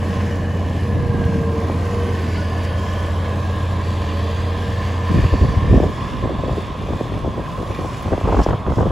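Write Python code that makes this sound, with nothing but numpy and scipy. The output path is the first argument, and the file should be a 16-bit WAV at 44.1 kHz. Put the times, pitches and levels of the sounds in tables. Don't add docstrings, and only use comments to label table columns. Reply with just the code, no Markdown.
import sys
import numpy as np
from scipy import signal
from scipy.fft import rfft, irfft, next_fast_len
from scipy.io import wavfile
from scipy.ndimage import uniform_filter1d, map_coordinates

SR = 44100
rng = np.random.default_rng(int(sys.argv[2]) if len(sys.argv) > 2 else 0)


def unload_audio(sound):
    columns = np.transpose(np.atleast_2d(sound))
    steps = np.round(np.clip(columns, -1, 1) * 32767)
    wavfile.write(sys.argv[1], SR, steps.astype(np.int16))


N = 392931


def amp(db):
    return 10 ** (np.asarray(db) / 20)


def unit(x):
    return x / np.sqrt(np.mean(x ** 2) + 1e-20)


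def curves(rows):
    knots_s, *columns = np.transpose(rows)
    return [np.interp(np.arange(N) / SR, knots_s, column) for column in columns]


def wobble(knots_hz):
    knots = rng.standard_normal(int(N * knots_hz / SR) + 4)
    return map_coordinates(knots, [np.arange(N) * knots_hz / SR])


def swell(start_s, length_s, rise_s, fall_s):
    t = np.arange(N) / SR
    outside = np.maximum((start_s - t) / rise_s, (t - start_s - length_s) / fall_s)
    return np.exp(-np.clip(outside, 0, 2 * np.pi) ** 2)


def filtered(x, response):
    m = next_fast_len(N + SR // 2)
    spectrum = rfft(x, m) * response(np.fft.rfftfreq(m, 1 / SR))
    return irfft(spectrum, m)[..., :N]


def along(points, hz):
    points_hz, points_db = np.transpose(points)
    return amp(np.interp(np.log(hz + 1), np.log(points_hz), points_db))


def coloured(x, points):
    return unit(filtered(x, lambda hz: along(points, hz)))


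def resonance(hz, centre_hz, width_hz):
    damping = 1j * hz * width_hz
    return damping / (centre_hz ** 2 - hz ** 2 + damping)


def noise(side_db):
    mid, side = rng.standard_normal((2, N))
    return unit(np.array([mid + amp(side_db) * side, mid - amp(side_db) * side]))


def tone(cycles, drift_rad, shimmer_db):
    wave = np.sin(2 * np.pi * cycles + drift_rad * wobble(9))
    return unit(wave * amp(shimmer_db * wobble(22.03)))


def howl(centre_hz, half_width_hz):
    a, b = filtered(rng.standard_normal((2, N)), lambda hz: 1 / (1 + (hz / half_width_hz) ** 2) ** 2)
    phase = 2 * np.pi * np.cumsum(centre_hz) / SR
    return unit(a * np.cos(phase) + b * np.sin(phase))


def patchy(x, depth_db):
    bins = signal.stft(x, nperseg=1024)[2]
    patch = np.outer(np.hanning(7), np.hanning(21))
    field = signal.fftconvolve(rng.standard_normal(bins.shape[1:]), patch, "same")
    return signal.istft(bins * amp(depth_db * unit(field)), nperseg=1024)[1][:, :N]


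def steady(x):
    power = uniform_filter1d(np.mean(x ** 2, axis=0), size=1500)
    return x / np.sqrt(np.abs(power) + 1e-9)


def firing_gate(firings, depth, scatter_db):
    burst = np.sin(np.pi * firings) ** 2
    strength_db = scatter_db * rng.standard_normal(1024)[firings.astype(int)]
    return unit(amp(strength_db * burst) * np.exp(2 * depth * burst))


# time in seconds, firing rate in Hz.
ENGINE_SPEED = [(0, 87.6), (.5, 88.5), (.78, 87.3), (1.0, 89.7), (1.35, 86), (1.57, 85), (1.8, 88),
                (2.02, 88.9), (2.3, 85.3), (2.6, 87), (3.2, 86.9), (3.5, 88.7), (3.9, 87.4), (4.15, 84.7),
                (4.45, 87.3), (6.2, 87.4), (7.3, 80), (8.1, 82), (8.9, 91)]


def firing_rate_hz():
    return curves(ENGINE_SPEED)[0]


FADE_STARTS_S, FADE_TIME_S, FADE_LOSS_DB = 5.73, 0.24, 21.5


def fade_db():
    since_s = np.maximum(np.arange(N) / SR - FADE_STARTS_S, 0)
    return FADE_LOSS_DB * np.expm1(-since_s / FADE_TIME_S)


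# multiple of the firing rate, dB against the firing tone before lugging.
SHAFT_TONES = [(1.55, -30), (2, -21.5), (3.5, -20.5), (4.68, -27.5), (6.67, -24)]
# pitch in Hz, dB against the firing tone.
STEADY_HUMS = [(40, -20.5), (70, -14), (119, -15.5), (205.5, -14)]
DRONE_DB = -22
LUG_HZ, LUG_DB_PER_HZ, LUG_MOST_DB = 87, 3, 5


def exhaust(firings):
    firing = tone(firings, drift_rad=.03, shimmer_db=.4)
    shafts = sum(amp(db) * tone(multiple * firings, drift_rad=0.24 * multiple, shimmer_db=2.5)
                 for multiple, db in SHAFT_TONES)
    lug_db = np.clip(LUG_DB_PER_HZ * (LUG_HZ - firing_rate_hz()), 0, LUG_MOST_DB)
    hums = sum(amp(db) * tone(hz * np.arange(N) / SR, drift_rad=0.23, shimmer_db=1.5)
               for hz, db in STEADY_HUMS)
    drone = firing + amp(lug_db) * shafts + hums
    return amp(DRONE_DB + fade_db()) * drone * amp([[-.4], [.4]])


# time in seconds, whine in dB before the fade.
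PUMP_WHINE = [(0, -35), (.35, -33.5), (.45, -37.5), (.75, -41), (.86, -34.5), (1.0, -30.5), (1.25, -29.5),
              (1.57, -26.5), (1.77, -34.5), (2.02, -26.5), (2.15, -31.5), (2.28, -39.5), (4.0, -41.5),
              (4.2, -36), (5.8, -37.5)]
SING_HZ, SING_HALF_WIDTH_HZ, SING_DB, SING_ENDS_S, SING_FALL_S = 2955, 41, -52, 0.48, 0.44


def pump(firings):
    load = amp(curves(PUMP_WHINE)[0] + fade_db())
    strokes = 5.35 * firings
    whine = tone(strokes, drift_rad=.15, shimmer_db=.8)
    ripple = amp(1.6 * wobble(70))
    side_on = swell(0, SING_ENDS_S, SING_FALL_S, SING_FALL_S)
    whistle = howl(np.full(N, SING_HZ), SING_HALF_WIDTH_HZ)
    return load * unit(ripple * whine) + amp(SING_DB) * side_on * whistle


SIDE_ON_S, TURN_S = 1.34, 1.27
GROWL_DB, GROWL_HZ, GROWL_WIDTH_HZ = -28, 186, 136


def growl(firings):
    throb = noise(side_db=-16.0) * firing_gate(firings, depth=0.38, scatter_db=-0.5)
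    bay = unit(filtered(throb, lambda hz: resonance(hz, GROWL_HZ, GROWL_WIDTH_HZ) ** 2))
    return amp(GROWL_DB) * swell(0, SIDE_ON_S, TURN_S, TURN_S) * bay


# time in seconds, fan in dB, clatter in dB, before trims.
MACHINE_LEVELS = [(0, -36.5, -46.5), (.17, -35.5, -43), (.46, -40, -48), (1.87, -34, -44), (2.25, -37, -43),
                  (3.03, -34, -45.5), (4.7, -35, -43.5), (5.26, -32, -42), (5.7, -34, -44),
                  (5.94, -35.5, -48.5), (6.01, -32.5, -46), (6.86, -36, -47), (7.35, -36, -47.5),
                  (7.68, -34, -48.5), (7.9, -33.5, -45.5), (8.31, -34.5, -46), (8.46, -35.5, -45),
                  (8.7, -35, -49.5)]
# frequency in Hz, relative density in dB per Hz.
BODY_SPECTRUM = [(22, -48), (31, -35), (40, 1), (60, -1), (85, 2), (112, 5.5), (150, -3), (200, -4),
                 (340, -9.5), (560, -8), (740, -11), (1000, -19), (1330, -42), (4500, -120)]
# centre in Hz, width in Hz, relative gain in dB.
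DUCT_MODES = [(1043, 68.6, 18), (1100, 157, 8.5)]
# frequency in Hz, relative density in dB per Hz.
CLATTER_SPECTRUM = [(900, -44), (1380, -12), (1570, 5), (1900, 3), (2800, 1), (3400, -2.5), (3900, -7),
                    (4400, -8), (5500, -23), (7500, -45), (11000, -120)]
BODY_DB, BODY_FADE_SHARE = -26.5, 0.19


def duct(hz):
    return sum(amp(db) * resonance(hz, centre_hz, width_hz) * resonance(hz, centre_hz, 5 * width_hz)
               for centre_hz, width_hz, db in DUCT_MODES)


def machine(firings, sway_db):
    fan_db, clatter_db = curves(MACHINE_LEVELS)
    roar = noise(side_db=-16.5) * firing_gate(firings, depth=0.14, scatter_db=1.35)
    body = coloured(roar, BODY_SPECTRUM)
    fan = unit(filtered(noise(side_db=-6.5), duct)) * amp([[-1.1], [1.1]])
    knocks = patchy(noise(side_db=-46.0), depth_db=1.54)
    knocks = knocks * firing_gate(firings, depth=0.022, scatter_db=1.5)
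    clatter = coloured(knocks, CLATTER_SPECTRUM)
    body = amp(BODY_DB + BODY_FADE_SHARE * fade_db()) * body
    return body + amp(fan_db + 0.5) * fan + amp(clatter_db + 4.5 + sway_db) * clatter


# time in seconds, crunch in dB, fizz in dB, before trims.
SNOW_LEVELS = [(0, -52.5, -59), (.15, -49, -58), (.5, -54.5, -61), (1.04, -54, -62), (1.96, -49.5, -57),
               (2.55, -51, -60), (2.71, -54, -59), (2.8, -49, -58.5), (3.3, -52, -59.5),
               (5.34, -50.5, -60.5), (6.33, -55.5, -65.5), (6.6, -53.5, -61), (6.7, -56, -66),
               (7.03, -54, -62.5), (7.12, -56, -64), (7.4, -55.5, -64), (7.55, -53, -60),
               (7.7, -54.5, -60.5), (7.99, -49.5, -59), (8.26, -54.5, -62.5), (8.41, -50, -62),
               (8.64, -59, -67), (8.76, -50.5, -63), (8.91, -58, -65)]
# frequency in Hz, relative density in dB per Hz.
CRUNCH_SPECTRUM = [(2000, -17), (4000, -1), (5000, 4), (6700, -.5), (8000, -4), (10000, -18.5),
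                   (13000, -23)]
# frequency in Hz, relative density in dB per Hz.
FIZZ_SPECTRUM = [(6000, -26), (8800, -1.5), (11000, 1), (12300, -7), (15500, -8.5)]
# frequency in Hz, side against mid in dB.
TREBLE_SIDE = [(3000, -6), (5800, -8), (7700, -35), (8400, 27.5), (9700, -2.5), (11000, -8), (12300, -4),
               (13600, 17), (15500, -6)]


def snow(firings, sway_db):
    crunch_db, fizz_db = curves(SNOW_LEVELS)
    mid, side = patchy(rng.standard_normal((2, N)), depth_db=2.0)
    mid = filtered(mid, lambda hz: np.cos(np.arctan(along(TREBLE_SIDE, hz))))
    side = filtered(side, lambda hz: np.sin(np.arctan(along(TREBLE_SIDE, hz))))
    shudder = amp(sway_db + 0.28 * wobble(170)) * firing_gate(firings, depth=0.085, scatter_db=1.3)
    grains = np.array([mid + side, mid - side]) * shudder
    crunch = amp(crunch_db + 2.0) * coloured(grains, CRUNCH_SPECTRUM)
    return crunch + amp(fizz_db + 2.5) * coloured(grains, FIZZ_SPECTRUM)


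# time in seconds, pitch in Hz, level in dB before a trim.
MOTOR_WHIRR = [(1.5, 3040, -60), (2.7, 3060, -48.5), (3.6, 3325, -47.5), (4.3, 3293, -40), (5.4, 3307, -48),
               (6.6, 3470, -43), (7.4, 3420, -47), (8.3, 3400, -50), (8.9, 3330, -45)]
# start in seconds, length in seconds, pitch in Hz, level in dB.
SKID_WHISTLES = [(2.3, 0.36, 4680, -51.5), (3.901, .5, 4540, -51.5), (4.804, .15, 4660, -54),
                 (5.254, .2, 4570, -50), (6.398, .19, 4480, -57)]
SKID_RISE_S, SKID_FALL_S, SKID_WANDER_HZ = 0.16, 0.12, 59.1


def running_gear():
    whirr_hz, whirr_db = curves(MOTOR_WHIRR)
    whirr = amp(whirr_db - 4.5) * howl(whirr_hz, half_width_hz=420)
    bite = sum(amp(db) * swell(s, length_s, SKID_RISE_S, SKID_FALL_S)
               for s, length_s, _, db in SKID_WHISTLES)
    pitch_hz, = curves([(s + length_s / 2, hz) for s, length_s, hz, _ in SKID_WHISTLES])
    whistle = howl(pitch_hz + SKID_WANDER_HZ * wobble(4), half_width_hz=250)
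    return whirr + bite * whistle


def glides(rows, rise_s, fall_s):
    out = 0
    for s, length_s, first_hz, last_hz, half_width_hz, db in rows:
        glide_hz, = curves([(s, first_hz), (s + length_s, last_hz)])
        out = out + amp(db) * swell(s, length_s, rise_s, fall_s) * howl(glide_hz, half_width_hz)
    return out


# start in seconds, length in seconds, first pitch in Hz,
# last pitch in Hz, half-width in Hz, level in dB before the sway.
REFLECTION_GLIDES = [(.1, 0.33, 1744, 1723, 300, -40.5), (.3, 0.18, 1725, 1735, 45, -48),
                     (.65, 0.33, 1750, 1740, 150, -45), (.97, 0.14, 1703, 1624, 60, -44),
                     (1.25, 0.053, 1620, 1625, 90, -38), (1.5, 0.069, 1618, 1605, 50, -43.5),
                     (1.68, 0.38, 1873, 1840, 70, -49), (1.85, 0.58, 1570, 1472, 55, -45.5),
                     (2.22, 0.23, 1790, 1700, 70, -43.5), (2.55, .5, 1744, 1738, 110, -42.5),
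                     (2.68, .08, 1500, 1470, 35, -46), (3.0, 0.18, 1500, 1480, 55, -48),
                     (3.15, 0.28, 1675, 1637, 55, -45), (3.2, 1.19, 1760, 1800, 130, -48),
                     (3.5, 0.22, 1637, 1625, 50, -43), (3.8, 0.41, 1665, 1680, 70, -55),
                     (4.4, .22, 1610, 1612, 55, -43.5), (4.6, 1.12, 1753, 1773, 110, -41.5),
                     (4.85, 0.97, 1584, 1660, 90, -51), (6.0, .45, 1710, 1715, 130, -48)]


def ground_reflection():
    return glides(REFLECTION_GLIDES, rise_s=.12, fall_s=.13)


# start in seconds, length in seconds, rumble in dB, flutter in dB,
# before trims.
WIND_GUSTS = [(0.926, 0.49, -36, -23.5), (5.106, 0.01, -23, -21.5), (5.152, 0.048, -15.3, -20),
              (5.231, 0.024, -15.7, -29), (5.333, 0.015, -15, -21.5), (5.414, 0.035, -13, -24),
              (5.482, 0.047, -19.5, -31), (5.57, 0.0099, -21, -39), (5.627, 0.053, -20.5, -31),
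              (5.702, 0.075, -12, -18.5), (5.815, 0.058, -20.5, -22.5), (5.892, 0.0065, -23, -22),
              (6.019, 0.028, -28, -36), (6.12, 0.087, -28, -35.5), (6.232, 0.035, -23, -26),
              (6.295, 0.06, -27.5, -26), (6.391, 0.01, -23, -27.5), (6.436, 0.055, -28, -27),
              (6.511, 0.022, -22, -26.5), (6.569, 0.037, -27.5, -28), (6.8, 0.057, -29, -32),
              (6.896, 0.067, -25, -30), (7, 0.06, -33, -32.5), (7.118, 0.066, -26, -31),
              (7.233, 0.067, -25, -28), (7.373, 0.033, -27.1, -28.5), (7.588, 0.04, -30, -27),
              (7.691, 0.025, -28.5, -27.5), (7.788, 0.068, -32, -29), (8.055, 0.033, -24, -28),
              (8.12, 0.028, -22, -21.5), (8.245, 0.0088, -18.5, -25.5), (8.27, 0.087, -21, -21),
              (8.373, 0.039, -15, -17.5), (8.481, 0.066, -21, -22.5), (8.671, 0.057, -20.5, -24.5),
              (8.777, 0.049, -17.5, -20), (8.852, 0.05, -20.5, -25.5)]
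# time in seconds, corner in Hz.
FLUTTER_REACH = [(1.3, 185), (5.2, 370), (5.8, 537), (6.3, 700), (7.8, 775), (8.3, 1160)]
# frequency in Hz, relative density in dB per Hz.
RUMBLE_SPECTRUM = [(20, -37), (35, -16), (55, 0), (110, -3), (170, -8), (300, -18), (700, -92), (2000, -94)]
GUST_RISE_S, GUST_FALL_S = 0.0084, 0.014
WIND_RISES_S = 5.8
LULL_RUMBLE_DB, LULL_FLUTTER_DB = -33.5, -37.5


def flutter_response(hz, corner_hz):
    highpass = hz ** 2 / (hz ** 2 + 135 ** 2)
    return highpass / np.sqrt(1 + (hz / 300) ** 2) / np.sqrt(1 + (hz / corner_hz) ** 10)


def buffet(rumble_trim_db, flutter_trim_db):
    lull = swell(WIND_RISES_S, N / SR, GUST_RISE_S, GUST_FALL_S)
    low, high = amp(LULL_RUMBLE_DB) * lull, amp(LULL_FLUTTER_DB) * lull
    for s, length_s, low_db, high_db in WIND_GUSTS:
        gust = swell(s, length_s, GUST_RISE_S, GUST_FALL_S)
        low = np.maximum(low, amp(low_db) * gust)
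        high = np.maximum(high, amp(high_db) * gust)
    rumble = steady(coloured(noise(side_db=-12.5), RUMBLE_SPECTRUM))
    reach_hz, = curves(FLUTTER_REACH)
    air = noise(side_db=-10.0) * amp(5.4 * wobble(130))
    flutter = 0
    for corner_hz in 160 * 2 ** np.arange(4):
        share = np.clip(1 - np.abs(np.log2(reach_hz / corner_hz)), 0, 1)
        flutter = flutter + share * unit(filtered(air, lambda hz: flutter_response(hz, corner_hz)))
    return amp(rumble_trim_db) * low * rumble + amp(flutter_trim_db) * high * steady(flutter)


# peak time in seconds, peak level in dB before trim
# and random pan, pitch at the peak in Hz.
EDDY_SLAPS = [(1.1217, -23, 254), (1.1481, -14, 285), (1.1897, -16.3, 283.0), (1.2207, -20, 500),
              (1.297, -14, 178), (1.416, -17, 170), (1.6998, -12, 630), (5.148, -10, 226),
              (5.176, -15, 283.0), (5.2429, -15, 400.0), (5.3404, -9.5, 453), (5.4183, -19, 317.0),
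              (5.429, -10, 252.0), (5.4464, -14, 449.0), (5.572, -8, 109), (5.717, -10.7, 317.0),
              (5.7434, -4.5, 354), (5.7645, -11.7, 566.0), (5.7738, -14, 317.0), (5.7848, -17, 283.0),
              (5.8036, -5, 440), (5.8332, -10, 500), (5.8411, -8.5, 490), (6.241, -18, 356.0),
              (6.2584, -12, 447), (6.308, -15.5, 400.0), (6.352, -16, 317.0), (6.439, -15, 400.0),
              (6.4834, -16, 449.0), (6.4961, -12.9, 630), (6.5725, -18.5, 449.0), (6.5825, -14, 356.0),
              (6.704, -20, 300), (6.8899, -18.2, 449.0), (6.9062, -15, 449.0), (6.9359, -16, 635.0),
              (7.0116, -10, 453), (7.1226, -19.9, 449.0), (7.177, -20, 500), (7.2484, -17, 504.0),
              (7.2616, -17, 504.0), (7.278, -13, 400.0), (7.3813, -13.5, 497), (7.3966, -17.2, 566.0),
              (7.6026, -19, 449.0), (7.791, -17, 397), (7.8484, -18.5, 500), (8.1105, -21, 800),
              (8.1228, -10, 398), (8.1374, -8.5, 500), (8.18, -11.5, 566.0), (8.214, -15, 595),
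              (8.2758, -13, 566.0), (8.288, -10, 713.0), (8.306, -14.0, 557), (8.3258, -13.7, 504.0),
              (8.3355, -12, 504.0), (8.3457, -13, 566.0), (8.3826, -11, 252.0), (8.403, -7, 696),
              (8.465, -5, 560), (8.4896, -11, 800.0), (8.5094, -15, 700), (8.5415, -18, 800.0),
              (8.666, -16, 950), (8.676, -15, 449.0), (8.6846, -14.4, 400.0), (8.7065, -15, 504.0),
              (8.7825, -18, 713.0), (8.809, -9.5, 635.0), (8.8573, -15, 560), (8.8693, -10.5, 449.0)]
EDDY_RISE_CYCLES, EDDY_FALL_CYCLES, EDDY_SLOWS_PER_CYCLE, EDDY_END_SHARE = .95, 1.1, .7, .28


def eddies(trim_db):
    out, lead = np.zeros((2, N + SR)), SR // 50
    t = np.arange(-lead, SR // 12) / SR
    for s, db, hz in EDDY_SLAPS:
        phase_cycles, pan_db = rng.standard_normal(2)
        age = np.maximum(hz * t, -np.pi)
        slowing = -np.expm1(-EDDY_SLOWS_PER_CYCLE * age) / EDDY_SLOWS_PER_CYCLE
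        cycles = EDDY_END_SHARE * age + (1 - EDDY_END_SHARE) * slowing
        rise = np.exp(-(age / EDDY_RISE_CYCLES) ** 2)
        fall = 1 / np.cosh(age / EDDY_FALL_CYCLES)
        swing = np.where(age < 0, rise, fall) * np.sin(2 * np.pi * (cycles + phase_cycles))
        first = round(s * SR) - lead
        out[:, first:first + len(t)] += amp(db + trim_db + pan_db * np.array([[1], [-1]])) * swing
    return out[:, :N]


# start in seconds, length in seconds, first pitch in Hz,
# last pitch in Hz, half-width in Hz, level in dB.
DRIVE_GROANS = [(1.55, .11, 270, 331, 130, -33), (2.0, .19, 410.7, 373, 130, -34),
                (2.6, 0.82, 592, 581, 131, -36.5), (2.8, 0.36, 3160, 3180, 170, -47.5),
                (3.2, 1.4, 3750, 3845, 700, -50.5), (6.2, .9, 3650, 3780, 600, -58)]


def groans():
    return glides(DRIVE_GROANS, rise_s=0.14, fall_s=0.18)


# peak time in seconds, level in dB,
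# centre in Hz, width of each of two equal passes in Hz, Gaussian time constant in seconds.
SCRAPES_AND_CLICK = [(2.645, -45, 5100, 4000, 0.016), (8.026, -42, 11300, 7170, .0008),
                     (8.438, -35.5, 5300, 1970, .01)]


def scrapes():
    t = np.arange(N) / SR
    hiss = noise(side_db=-15)
    out = 0
    for s, db, centre_hz, width_hz, length_s in SCRAPES_AND_CLICK:
        band = unit(filtered(hiss, lambda hz: resonance(hz, centre_hz, width_hz) ** 2))
        out = out + amp(db) * np.exp(-((t - s) / length_s) ** 2) * band
    return out


def scene():
    firings = np.cumsum(firing_rate_hz()) / SR
    sway_db = 0.92 * wobble(8)
    engine = exhaust(firings) + growl(firings) + machine(firings, sway_db)
    drive = pump(firings) + amp(sway_db) * (running_gear() + ground_reflection()) + groans()
    wind = buffet(rumble_trim_db=3.0, flutter_trim_db=0.5) + eddies(trim_db=-0.6)
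    return engine + drive + snow(firings, sway_db) + wind + scrapes()


TOP_HZ = 15800


def record(dry):
    rounded = dry / (1 + np.abs(dry / .92) ** 6) ** (1 / 6)
    return filtered(rounded, lambda hz: hz < TOP_HZ)


dry = scene()
out = record(dry)
unload_audio(out)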